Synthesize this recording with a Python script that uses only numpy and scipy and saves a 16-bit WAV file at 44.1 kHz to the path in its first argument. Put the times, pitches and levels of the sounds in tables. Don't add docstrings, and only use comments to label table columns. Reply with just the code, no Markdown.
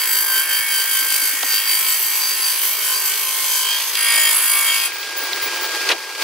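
import sys
import numpy as np
from scipy import signal
from scipy.fft import rfft, irfft, next_fast_len
from scipy.io import wavfile
from scipy.ndimage import uniform_filter1d, map_coordinates

SR = 44100
rng = np.random.default_rng(int(sys.argv[2]) if len(sys.argv) > 2 else 0)


def volts_from_decibels(level):
    exponent = np.asarray(level, float) / 20
    return 10 ** exponent


def store_pcm(level_fs):
    pcm = np.round(np.clip(level_fs, -1, 1) * 32767).astype(np.int16)
    wavfile.write(sys.argv[1], SR, np.atleast_2d(pcm).T)


N = 274743
FAST = next_fast_len(N)
TIME, HZ = np.arange(N) / SR, np.fft.rfftfreq(FAST, 1 / SR) + 1
TOOTH_COUNT, FREE_TOOTH_HZ, FREE_FROM_S = 30, 1621, 4.885

# time in seconds, rate in Hz.
LOADED_RATE = [(0, 1562), (.17, 1554), (.36, 1560), (1.13, 1562), (1.27, 1536), (1.6, 1551), (1.92, 1544),
               (2.1, 1561), (2.35, 1560), (2.49, 1550), (2.66, 1533), (3.1, 1529), (3.3, 1560),
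               (3.49, 1548), (3.54, 1562), (3.63, 1563), (3.73, 1601), (3.82, 1610), (4.0, 1588),
               (4.1, 1599), (4.88, 1601)]
# centre in seconds, half length in seconds,
# share of the lost speed regained from 0 to 1, easing of the bite in dB.
SLACKS = [(0.073, 0.085, 0.99, 1.5), (0.26, 0.079, 0.9, 1.5), (0.457, 0.075, 0.97, 3.5),
          (0.657, 0.12, 0.87, 4.5), (0.879, 0.085, 0.76, 2.5), (1.063, 0.07, 0.76, 1.5),
          (1.189, 0.062, 0.98, 1.5), (1.392, 0.17, 0.98, 4), (1.635, 0.088, 0.98, 3.5),
          (1.818, 0.075, 1, 1), (2.003, 0.081, 1, 1.5), (2.181, 0.095, 0.09, -1), (2.386, 0.095, 1, 2.5),
          (2.571, 0.075, 0.93, 2), (2.768, 0.13, 0.96, 3.5), (2.997, 0.081, 0.93, 1.5),
          (3.19, 0.086, 0.99, 0.5), (3.405, 0.12, 0.61, -2), (3.851, 0.053, 0.04, 2.5),
          (3.924, 0.04, 0.01, 4.5), (4.106, 0.061, 0.04, 1), (4.413, 0.1, 0.04, -0.5),
          (4.582, 0.054, 0.01, -1)]
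# time in seconds, extent from 0 to 1.
SKIMMING = [(0, .5), (1.0, .5), (1.4, 1), (2.42, 1), (2.5, .15), (3.1, .2), (3.2, .6), (4.9, .6)]
# time in seconds, bite in dB, freedom of the wood to ring in dB.
CUT = [(0, -21.5, 2), (.35, -20.5, 1), (.5, -21.5, 3), (1.0, -21, 2.5), (1.75, -20, 2.5), (2.3, -22.5, 2),
       (2.65, -19.5, -1), (2.92, -20.5, 1), (3.4, -25, 4.5), (3.56, -21, -0.5), (3.75, -25.5, 6),
       (3.935, -22.5, 0), (3.965, -24, 5), (4.12, -17, 1), (4.5, -18, -4.5), (4.7, -19.5, 1.5),
       (4.86, -21, -3.5), (4.905, -43, 13)]
# time in seconds, share of the loose state from 0 to 1.
LOOSENESS = [(3.94, 0.01), (3.965, 0.75), (4.2, 1), (4.58, 0.97), (4.68, 0.8), (4.9, 1)]
# time in seconds, gain in dB.
GAIN = [(4.86, -7), (4.95, -7), (5.1, -5.5), (5.3, -3), (5.55, -3.5), (5.86, -0.5), (5.9, 1.5),
        (5.94, -8.5), (5.965, -8.5), (6.17, -8.5), (6.23, 1)]

# time in seconds, levels of the first, second and third partials in dB.
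WHINE = [(.12, -36, -31.5, -25.5), (.36, -25, -28, -29), (.58, -32.5, -27, -26), (0.971, -30, -25, -28.5),
         (1.27, -31.5, -32.5, -26), (1.7, -35, -31, -22), (1.95, -53, -36, -32.5), (2.1, -46, -43, -30),
         (2.22, -41, -50, -24), (2.45, -44, -40, -24.5), (2.6, -39.5, -30.5, -38), (2.75, -43, -32.5, -31),
         (2.84, -38, -33, -32), (2.911, -32, -28.5, -33), (2.98, -41, -40, -24), (3.07, -36.5, -32, -34),
         (3.2, -37, -33, -48), (3.44, -49, -43, -44), (3.51, -39, -32.5, -32.5), (3.77, -34, -24.5, -34),
         (3.82, -45, -40, -40), (3.93, -39, -39, -45), (3.96, -40, -33, -31), (4.03, -32, -30, -31),
         (4.14, -37, -32, -43), (4.27, -45, -17, -26.5), (4.36, -41, -42, -40), (4.52, -34, -33, -35),
         (4.6, -32, -41, -52), (4.7, -37.5, -19.5, -51), (4.78, -38, -34, -51), (4.859, -41, -32, -41),
         (4.902, -35, -41, -38)]
# time in seconds, level in dB.
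FOURTH_PARTIAL = [(0, -36), (2, -39), (2.66, -29), (2.8, -44), (3.45, -32), (3.6, -29), (3.9, -29.5),
                  (4, -64), (4.85, -50), (4.95, -63), (6.23, -52)]
FREE_WHINE_DB = (-27.5, -38, -40.5)
WHINE_EASE = (.6, 1.3, 1.0)
WHINE_GAP_DB = (4, 12, 12)
# waves in a turn, level against the bite in dB.
RIM_PATTERNS = [(150, -15), (158, -17), (180, -16), (189, -16), (210, -12), (222, -15), (228, -16),
                (240, -14), (250, -14), (270, -15), (278, -16), (299, -17)]
# waves in a turn, centre in seconds,
# half length in seconds, lift in dB.
RIM_SWELLS = [(150, 0.11, 0.24, 10.5), (150, 2.38, 0.11, 7), (150, 4.1, 0.054, 2), (150, 1.9, 0.064, 10),
              (150, 3.7, 0.17, 5), (158, 1.145, 0.14, 6), (158, 2.49, 0.088, 12.5), (180, 1.88, 0.093, 1),
              (180, 1.9, 0.13, 9), (180, 3.3, 0.057, 8), (180, 3.4, 0.17, 6), (189, 0.23, 0.18, 5),
              (189, 0.62, 0.18, 9), (210, 0.54, .1, 4), (210, 0.75, 0.15, 8), (210, 0.93, 0.067, 9),
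              (210, 1.7, 0.065, 6), (210, 1.515, 0.1, 1), (210, 2.4, 0.26, 8.5), (210, 2.78, 0.4, 3.5),
              (222, 1.16, 0.32, 7), (222, 0.82, 0.065, 6), (228, 1.53, 0.1, 4), (228, 3.245, 0.18, 9),
              (240, 0.19, .12, 10.5), (240, 0.33, 0.092, 8.5), (240, 2.07, .3, 13.5), (240, 2.7, 0.097, 6),
              (240, 3.5, 0.17, 6), (250, 0.086, 0.23, 9.5), (250, 0.39, 0.15, 9), (250, 1.76, 0.11, 8),
              (270, 0.55, 0.27, 11), (270, 1.5, 0.082, 1), (270, 1.92, .13, 13), (270, 3.07, 0.071, 15),
              (278, 1.995, 0.22, 14), (299, .1, .15, 16.5), (299, .72, 0.3, 15), (299, 2.36, 0.23, 9)]

# frequency in Hz, density in dB per Hz.
KERF_COLOUR = [(120, -66), (200, -46), (310, -26), (366, -8.5), (735, -5.5), (1040, 4), (1560, -2),
               (2020, -6.5), (2250, 3.5), (3560, -3), (4770, -3), (7140, -8), (11300, -4), (16000, -4)]
# frequency in Hz, width in Hz, lift in dB.
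GRIPPED_MODES = [(1060, 140, 7.5), (1870, 550, 12.5), (2238, 140, 5.5), (3150, 310, 3), (4450, 890, 0.5),
                 (8100, 430, 2.5), (9500, 390, 2), (11300, 430, 4), (12500, 900, 2), (15000, 1200, 2.5)]
# frequency in Hz, width in Hz, lift in dB.
GRIPPED_DEAD = [(3720, 540, -3), (5530, 210, -5), (7150, 280, -3)]
# frequency in Hz, width in Hz, lift in dB.
LOOSE_MODES = [(1092.4, 790, 4), (1840, 70, 16.5), (2150, 400, 11), (2740, 40, 12.6), (3240, 280, 7.5),
               (4710, 87, 12), (5014, 113, 13)]
# frequency in Hz, width in Hz, lift in dB.
LOOSE_HIGH = [(6877, 50, 15), (7950, 110, 13), (8340, 150, 10), (9570, 110, 17), (9800, 120, 8),
              (10090, 90, 15), (11100, 130, 18), (11700, 90, 9), (12700, 170, 8), (13300, 90, 4),
              (14200, 200, 8), (14850, 110, 7)]
# frequency in Hz, width in Hz, lift in dB.
LOOSE_DEAD = [(3850, 240, -3), (5370, 600, -8.5), (7400, 440, -5)]
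# level at the start in dB, drift as the plank splits in dB a second,
# change once loose in dB, share of the freedom to ring.
BODIES = [
    (-16, -0.72, 9.5, 1),
    (-21.5, 2.5, -0.5, 0.47),
    (-17.5, 2.5, -3, 0.44),
]
EASE_SHARES = (1.3, .8, .2)
# centre in seconds, half length in seconds, lift in dB.
BOOMS = [
    (.3, 0.55, 9),
    (2.92, 0.082, 1.5),
    (3.504, 0.49, 3),
    (4.349, 0.48, 2),
]
# waves in a turn,
# gripped level in dB, loose level in dB, both against the plank.
SLAPS_LOW = [(7, -27.5, -32), (8, -28, -30.5), (11, -23, -33), (12, -22.5, -21.5), (17, -17, -31),
             (18, -25, -33), (16, -22, -45), (20, -16, -14.5), (19, -16, -20), (21, -19, -18),
             (22, -26, -12), (26, -27, -17)]
# waves in a turn, gripped level in dB, loose level in dB,
# both against the plate.
SLAPS_HIGH = [(29, -10, -24), (31, -35, -19.5), (33, -10, -29), (35, -14, -13), (36, -8, -26),
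              (39, -27, -14), (41, -5, -12), (42, -5, -11), (43, -18, -20), (47, -39, -11.5),
              (51, -34, -12), (61, -5, -13), (58, -30, -15), (62, -28, -13), (92, -30, -19),
              (93.2, -32, -14)]
# waves in a turn, centre in seconds, half length in seconds, lift in dB.
SLAP_SWELLS = [(7, .1, .2, 6), (7, 2.15, .2, 10), (7, 4.44, .15, 10), (8, 3.15, .45, 12), (8, 3.68, .1, 10),
               (8, 2.78, .08, 10), (12, 4.25, .3, 5), (17, 3.8, .25, 6), (20, .4, .35, 11),
               (20, 2.2, .15, 9), (20, 2.93, .1, 14), (20, 3.4, .2, 15), (20, 3.64, .18, 13),
               (20, 4.56, .25, 11), (19, 4.35, .2, 6), (22, 4.6, .15, 10), (26, 4.35, .2, 6),
               (35, 4.2, .22, 13), (35, 4.85, .1, 6), (36, .1, .15, 8), (36, 1.45, .25, 8),
               (36, 1.75, .1, 6), (36, 3.39, .1, 9), (41, 3.4, .1, 10), (41, 4.33, .12, 8),
               (42, .68, .15, 10), (42, 2.19, .12, 9), (42, 4.12, .17, 11), (42, 4.58, .25, 13),
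               (42, 4.8, .16, 15), (43, 4.72, .12, 6), (61, 4.7, .12, 12), (18, 2.2, .12, 8),
               (21, 2.3, .3, 6), (11, .55, .15, 8), (47, 4.85, .17, 16), (51, 4.04, .06, 10),
               (51, 4.2, .12, 5), (61, .97, .12, 10), (61, 1.6, .15, 8), (61, .55, .08, 8),
               (29, 4.14, .15, 8), (31, 4.17, .25, 16), (29, 1.25, .25, 6), (29, 4.75, .1, 6),
               (21, 2.94, .1, 8), (21, 3.4, .15, 7), (19, 3.6, .25, 8)]
# frequency in Hz, side against mid in dB.
WIDTH = [(60, -4), (110, -12), (200, -9), (380, -12), (700, -9.5), (1290, -18), (2380, -10), (4400, -3.5),
         (8120, 0), (15000, -0.5)]

# frequency in Hz, density in dB per Hz.
SHED_COLOUR = [(15, -76), (25, -43), (223, -26.5), (373, -9), (659, -13.5), (863, -7.5), (1480, -8.5),
               (1610, -13.5), (1740, -7.5), (2350, 2), (2690, -1.5), (5000, -6), (10100, -2), (11300, -2.5),
               (12500, -3.5), (16000, -5.5)]
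# frequency in Hz, width in Hz, lift in dB.
SHED_MODES = [(360, 9.9, 6.5), (883, 4.4, 12.5), (2160, 41, -5), (4690, 850, 5)]
# start in seconds, crack level in dB, crack frequency in Hz,
# crack decay to -60 dB in seconds, thud level in dB.
KNOCKS = [(.712, -18, 4500, .012, -56), (.815, -17, 4500, .012, -54), (.912, -15, 4500, .012, -44),
          (1.011, -14, 6500, .012, -39), (1.112, -16, 7000, .012, -60), (1.114, -13, 1300, .016, -40),
          (1.219, -17, 1800, .014, -37), (1.2185, -14, 7000, .012, -60), (1.326, -13, 2200, .016, -36),
          (1.432, -11, 1050, .03, -35), (1.4298, -9, 3800, .028, -60), (1.534, -14, 1000, .016, -41),
          (1.5335, -13, 4200, .014, -60), (3.954, -13, 4500, .04, -50), (3.98, -15, 2400, .06, -60),
          (4.105, -17, 2600, .05, -60), (4.18, -18, 1000, .04, -50), (5.3318, -9, 3600, .025, -46),
          (5.225, -30, 500, .04, -38), (5.46, -26, 500, .06, -40), (5.52, -30, 500, .04, -40),
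          (5.166, -25, 13500, .06, -70), (5.439, -27, 12000, .015, -70), (5.61, -25, 14000, .015, -70),
          (5.633, -24, 12500, .015, -70), (3.8158, -17, 2800, .03, -60), (4.9197, -18, 2500, .03, -60),
          (5.01, -21, 3700, .02, -60), (5.029, -20, 3700, .04, -60), (5.4655, -19, 2500, .02, -55)]
# start in seconds, crack level in dB, crack frequency in Hz,
# crack decay to -60 dB in seconds, thud level in dB.
STOP = [
    (5.87, -25, 1300, .06, -38),
    (5.8893, -2.5, 3700, .04, -25),
    (5.896, -9, 2200, .07, -34),
    (5.9, -14, 800, .12, -42),
    (5.904, -8, 2000, .07, -32),
    (5.9138, -4.5, 3000, .04, -23),
    (5.918, -4.5, 3600, .04, -42),
    (5.92, -15, 900, .1, -42),
    (5.928, -13, 3200, .04, -28),
    (5.945, -22, 600, .08, -34),
]
# start in seconds, length in seconds, high ring in dB, lower ring in dB.
SQUEAKS = [
    (4.921, 0.051, -33, -59),
    (4.985, 0.057, -29, -50),
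    (5.166, .11, -27, -38),
    (5.326, 0.066, -31, -54),
    (5.418, 0.067, -22, -35),
    (5.548, 0.031, -27, -46),
    (5.608, 0.068, -27, -42),
    (5.691, .08, -48, -57),
    (6.218, 0.03, -36, -50),
]


def curves(table):
    seconds, *columns = np.transpose(table)
    return [np.interp(TIME, seconds, column) for column in columns]


def bump(time, centre_s, half_length_s):
    return np.cos(np.pi / 2 * np.clip((time - centre_s) / half_length_s, -1, 1)) ** 2


def walk(rate):
    hold = int(SR / rate)
    levels = np.repeat(rng.standard_normal(N // hold + 1), hold)
    return uniform_filter1d(levels, hold)[:N]


def spectrum(points):
    hz, db = np.transpose(points)
    return np.interp(np.log(HZ), np.log(hz), db)


def lifted(colour, modes):
    humps_db = sum(db / (1 + (2 * (HZ - hz) / width) ** 2) for hz, width, db in modes)
    return volts_from_decibels(spectrum(colour) + humps_db)


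def band_shares(edges_hz, order):
    below = [1 / (1 + (HZ / hz) ** order) for hz in edges_hz]
    return np.diff([0 * HZ, *below, 1 + 0 * HZ], axis=0)


def bands(mid, side, gain, edges_hz):
    mid = rfft(mid, FAST) * gain
    side = rfft(side, FAST) * gain * volts_from_decibels(spectrum(WIDTH))
    pair = np.array([mid + side, mid - side])
    parts = [irfft(pair * np.sqrt(share), FAST)[:, :N] for share in band_shares(edges_hz, 12)]
    return [part / np.std(part.mean(axis=0)) for part in parts]


def patchy(sound, edges_hz, depth_db, rate):
    whole = rfft(sound, FAST)
    return sum(volts_from_decibels(depth_db * walk(rate)) * irfft(whole * share, FAST)[:, :N]
               for share in band_shares(edges_hz, 16))


def repeating(turns, likeness, count):
    rim = rng.standard_normal((int(turns[-1]) + 32, count))
    rim = signal.lfilter([np.sqrt(1 - likeness ** 2)], [1, -likeness], rim, axis=0)[30:]
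    return map_coordinates(rim.ravel(), [turns * count], order=3)


def partial(turns, waves, db):
    apart = 0.64 * np.tanh(waves / 90) * (1 + 0.062 * walk(5.05)) * np.array([[1], [-1]])
    phase = 2 * np.pi * ((waves * turns + rng.random()) % 1) + apart
    return np.sqrt(2) * volts_from_decibels(db) * np.sin(phase.astype(np.float32))


def swell(table, waves):
    ms = TIME[::SR // 1000]
    lift_db = sum(db * bump(ms, centre, half) for row_waves, centre, half, db in table
                  if round(row_waves) == round(waves))
    return np.interp(TIME, ms, lift_db + 0 * ms)


def slack():
    centre, half, share, db = np.transpose(SLACKS)
    ms = TIME[::SR // 1000]
    shape = bump(ms, centre[:, None], half[:, None])
    regained = np.clip(share, 0, 1) @ shape
    skim = (shape ** 3).sum(axis=0) * np.interp(ms, *np.transpose(SKIMMING))
    return [np.interp(TIME, ms, curve) for curve in (regained, db @ shape, skim)]


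def blade_turns(regained):
    slack_hz = 1592
    loaded_hz = curves(LOADED_RATE)[0]
    pushed_hz = loaded_hz + regained * (slack_hz - loaded_hz)
    tooth_hz = np.where(TIME < LOADED_RATE[-1][0], pushed_hz, FREE_TOOTH_HZ)
    return np.cumsum(uniform_filter1d(tooth_hz, size=600)) / SR / TOOTH_COUNT


def tooth_whine(turns, ease_db, skim):
    cutting = np.clip((FREE_FROM_S - TIME) / 0.057, .2, 1)
    uneven_db = 2.6 * repeating(turns, 0.8, count=10)
    wander_turns = 0.00045 * repeating(turns, 0.31, count=30)
    gain_db = curves(GAIN)[0]
    levels_db = []
    for db, share, gap_db, free_db in zip(curves(WHINE), WHINE_EASE, WHINE_GAP_DB, FREE_WHINE_DB):
        loaded_db = db - share * ease_db - gap_db * skim
        levels_db.append(np.where(TIME < FREE_FROM_S, loaded_db, free_db + gain_db))
    levels_db.append(curves(FOURTH_PARTIAL)[0] - 14 * skim + 3 * walk(12) - 5)
    out = 0
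    for harmonic, db in enumerate(levels_db, 1):
        shaken_db = cutting * (uneven_db + 1.5 * walk(30.02))
        out = out + partial(turns + cutting * wander_turns, harmonic * TOOTH_COUNT, db + shaken_db)
    return out


def rim_singing(turns, bite_db):
    eased_db = bite_db - 7 * curves(LOOSENESS)[0]
    out = 0
    for waves, db in RIM_PATTERNS:
        grain_db = 2.0 * np.tanh(walk(5.54))
        level_db = db + eased_db + swell(RIM_SWELLS, waves) + grain_db
        proud_teeth = 0.4 + repeating(turns, 0.12, count=6)
        out = out + proud_teeth * partial(turns, round(waves), level_db)
    return out


def kerf_rasp(turns, bite_db, plate_db, plank_db, chips_db):
    uneven = 0.26 * repeating(turns, 0.94, count=8) + 0.15 * repeating(turns, 0.71, count=30)
    uneven = uneven + 0.41 * np.cos(2 * np.pi * turns)
    tooth_pulse = 1 + 0.83 * np.cos(2 * np.pi * TOOTH_COUNT * turns)
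    bite = volts_from_decibels(6.24 * np.tanh(uneven)) * tooth_pulse
    mid, side = (bite * repeating(turns, 0.74, count=760) for _ in range(2))
    mid = mid + .6 * repeating(turns, .93, count=64)
    loose = np.clip(curves(LOOSENESS)[0], 0, 1)
    states = ((GRIPPED_MODES + GRIPPED_DEAD, 1 - loose), (LOOSE_MODES + LOOSE_HIGH + LOOSE_DEAD, loose))
    trims_db = (plank_db - 7.0, plate_db + 0.5, chips_db + 2.5, -1.6)
    out = 0
    for modes, share in states:
        parts = bands(mid, side, lifted(KERF_COLOUR, modes), (1500, 2950, 6200))
        out = out + share * sum(volts_from_decibels(bite_db + db + 1.0 * walk(26.2)) * part
                                for part, db in zip(parts, trims_db))
    return patchy(out, (5600, 7200, 8800, 10400, 11500, 12800, 14300), depth_db=1.3, rate=6)


def slot_slaps(turns, bite_db, plate_db, plank_db):
    loose = np.clip(curves(LOOSENESS)[0], 0, 1)
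    out = 0
    for slaps, body_db in ((SLAPS_LOW, plank_db), (SLAPS_HIGH, plate_db)):
        for waves, gripped_db, loose_db in slaps:
            state_db = gripped_db + loose * (loose_db - gripped_db)
            level_db = bite_db + body_db + state_db + swell(SLAP_SWELLS, waves) + 1.5 * walk(9)
            out = out + partial(turns, round(waves), level_db)
    return out


def shed():
    grains = (rng.standard_normal(N) * volts_from_decibels(1.72 * walk(300) + 0.9 * walk(30)) for _ in range(2))
    parts = bands(*grains, lifted(SHED_COLOUR, SHED_MODES), (480, 1500, 5700))
    rolls_from_s = 5.13
    standing = np.clip((rolls_from_s - TIME) / 0.069, 0, 1)
    levels_db = (-38.5 - 3.5 * standing, -30 - 2 * standing, -25, -31.5)
    pressed_db = -4 * np.clip((GAIN[0][0] - TIME) / .08, 0, 1)
    gain_db = curves(GAIN)[0] + pressed_db
    return sum(volts_from_decibels(gain_db + db) * part for part, db in zip(parts, levels_db))


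def strike(crack_db, crack_hz, t60, thud_db, hollow_hz):
    t = np.arange(8000) / SR
    noise = rng.standard_normal((2, len(t)))
    pair = noise[0] + 0.36 * noise[1] * np.array([[1], [-1]])
    ring = signal.butter(2, [.55 * crack_hz, 1.3 * crack_hz], "band", fs=SR, output="sos")
    pair = signal.sosfilt(ring, pair)
    ringing = pair / np.std(pair) / 1.7 * np.exp(-np.log(1000) * t / t60)
    tick = .1 * uniform_filter1d(noise[0] + .6 * noise, size=3) * np.exp(-t / .0012)
    thud_shape = (t / .009) ** 2 * np.exp(2 - 2 * t / .009)
    thud = volts_from_decibels(thud_db - 2) * np.sin(2 * np.pi * hollow_hz * t) * thud_shape
    return volts_from_decibels(crack_db) * (ringing + tick) + thud


def knocks(events, hollow_hz):
    out = np.zeros((2, N + 8000))
    for start_s, *blow in events:
        start = int(start_s * SR)
        out[:, start:start + 8000] += strike(*blow, hollow_hz)
    return out[:, :N]


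def squeak():
    starts, lengths, *levels_db = np.transpose(SQUEAKS)
    edge_s, fade = .008, .6
    on = np.array([np.interp(TIME, [s - edge_s, s, s + length, s + length + 2 * edge_s], [0, 1, fade, 0]) ** 2
                   for s, length in zip(starts, lengths)])
    out = 0
    for hz, width, db in zip((15560, 11040), (160, 70), levels_db):
        resonance = 1 / (1 + (2 * (HZ - hz) / width) ** 2) ** 0.75
        ring = irfft(rfft(rng.standard_normal((2, FAST))) * resonance, FAST)[:, :N]
        flutter = volts_from_decibels(2 + 4 * walk(70))
        out = out + volts_from_decibels(db) @ on * flutter * ring / np.std(ring)
    return out


def scene():
    regained, ease_db, skim = slack()
    turns = blade_turns(regained)
    bite_db, ring_db = curves(CUT)
    loose = curves(LOOSENESS)[0]
    plate_db, plank_db, chips_db = [
        start + drift * TIME + freed * loose + share * ring_db + kept * ease_db
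        for (start, drift, freed, share), kept in zip(BODIES, EASE_SHARES)]
    plank_db = plank_db + sum(db * np.clip(1 - np.abs(TIME - s) / half, 0, 1) for s, half, db in BOOMS)
    bite_db = bite_db - ease_db - 300 * np.clip(TIME - CUT[-1][0], 0, 1)
    blade = tooth_whine(turns, ease_db, skim) + rim_singing(turns, bite_db)
    cut = kerf_rasp(turns, bite_db, plate_db, plank_db, chips_db)
    cut = cut + slot_slaps(turns, bite_db, plate_db, plank_db)
    carriage = knocks(KNOCKS, hollow_hz=285) + squeak() + knocks(STOP, hollow_hz=380)
    return blade + cut + shed() + carriage


def roll_off(x):
    return signal.sosfilt(signal.butter(12, 16460, fs=SR, output="sos"), x)


def record(dry):
    thin = signal.sosfilt(signal.butter(4, 240, "high", fs=SR, output="sos"), dry)
    rounded = np.tanh(0.68 * thin) / 0.7
    noise = rng.standard_normal((2, N))
    pair = noise[0] + 0.3 * noise[1] * np.array([[1], [-1]])
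    hum = signal.sosfilt(signal.butter(1, [60, 300], "band", fs=SR, output="sos"), pair)
    hum_db = -68.5
    top = signal.ellip(12, .3, 85, 15720, fs=SR, output="sos")
    mix = signal.sosfilt(top, rounded + volts_from_decibels(hum_db) * hum / np.std(hum))
    return roll_off(mix)


dry = scene()
out = record(dry)
store_pcm(out)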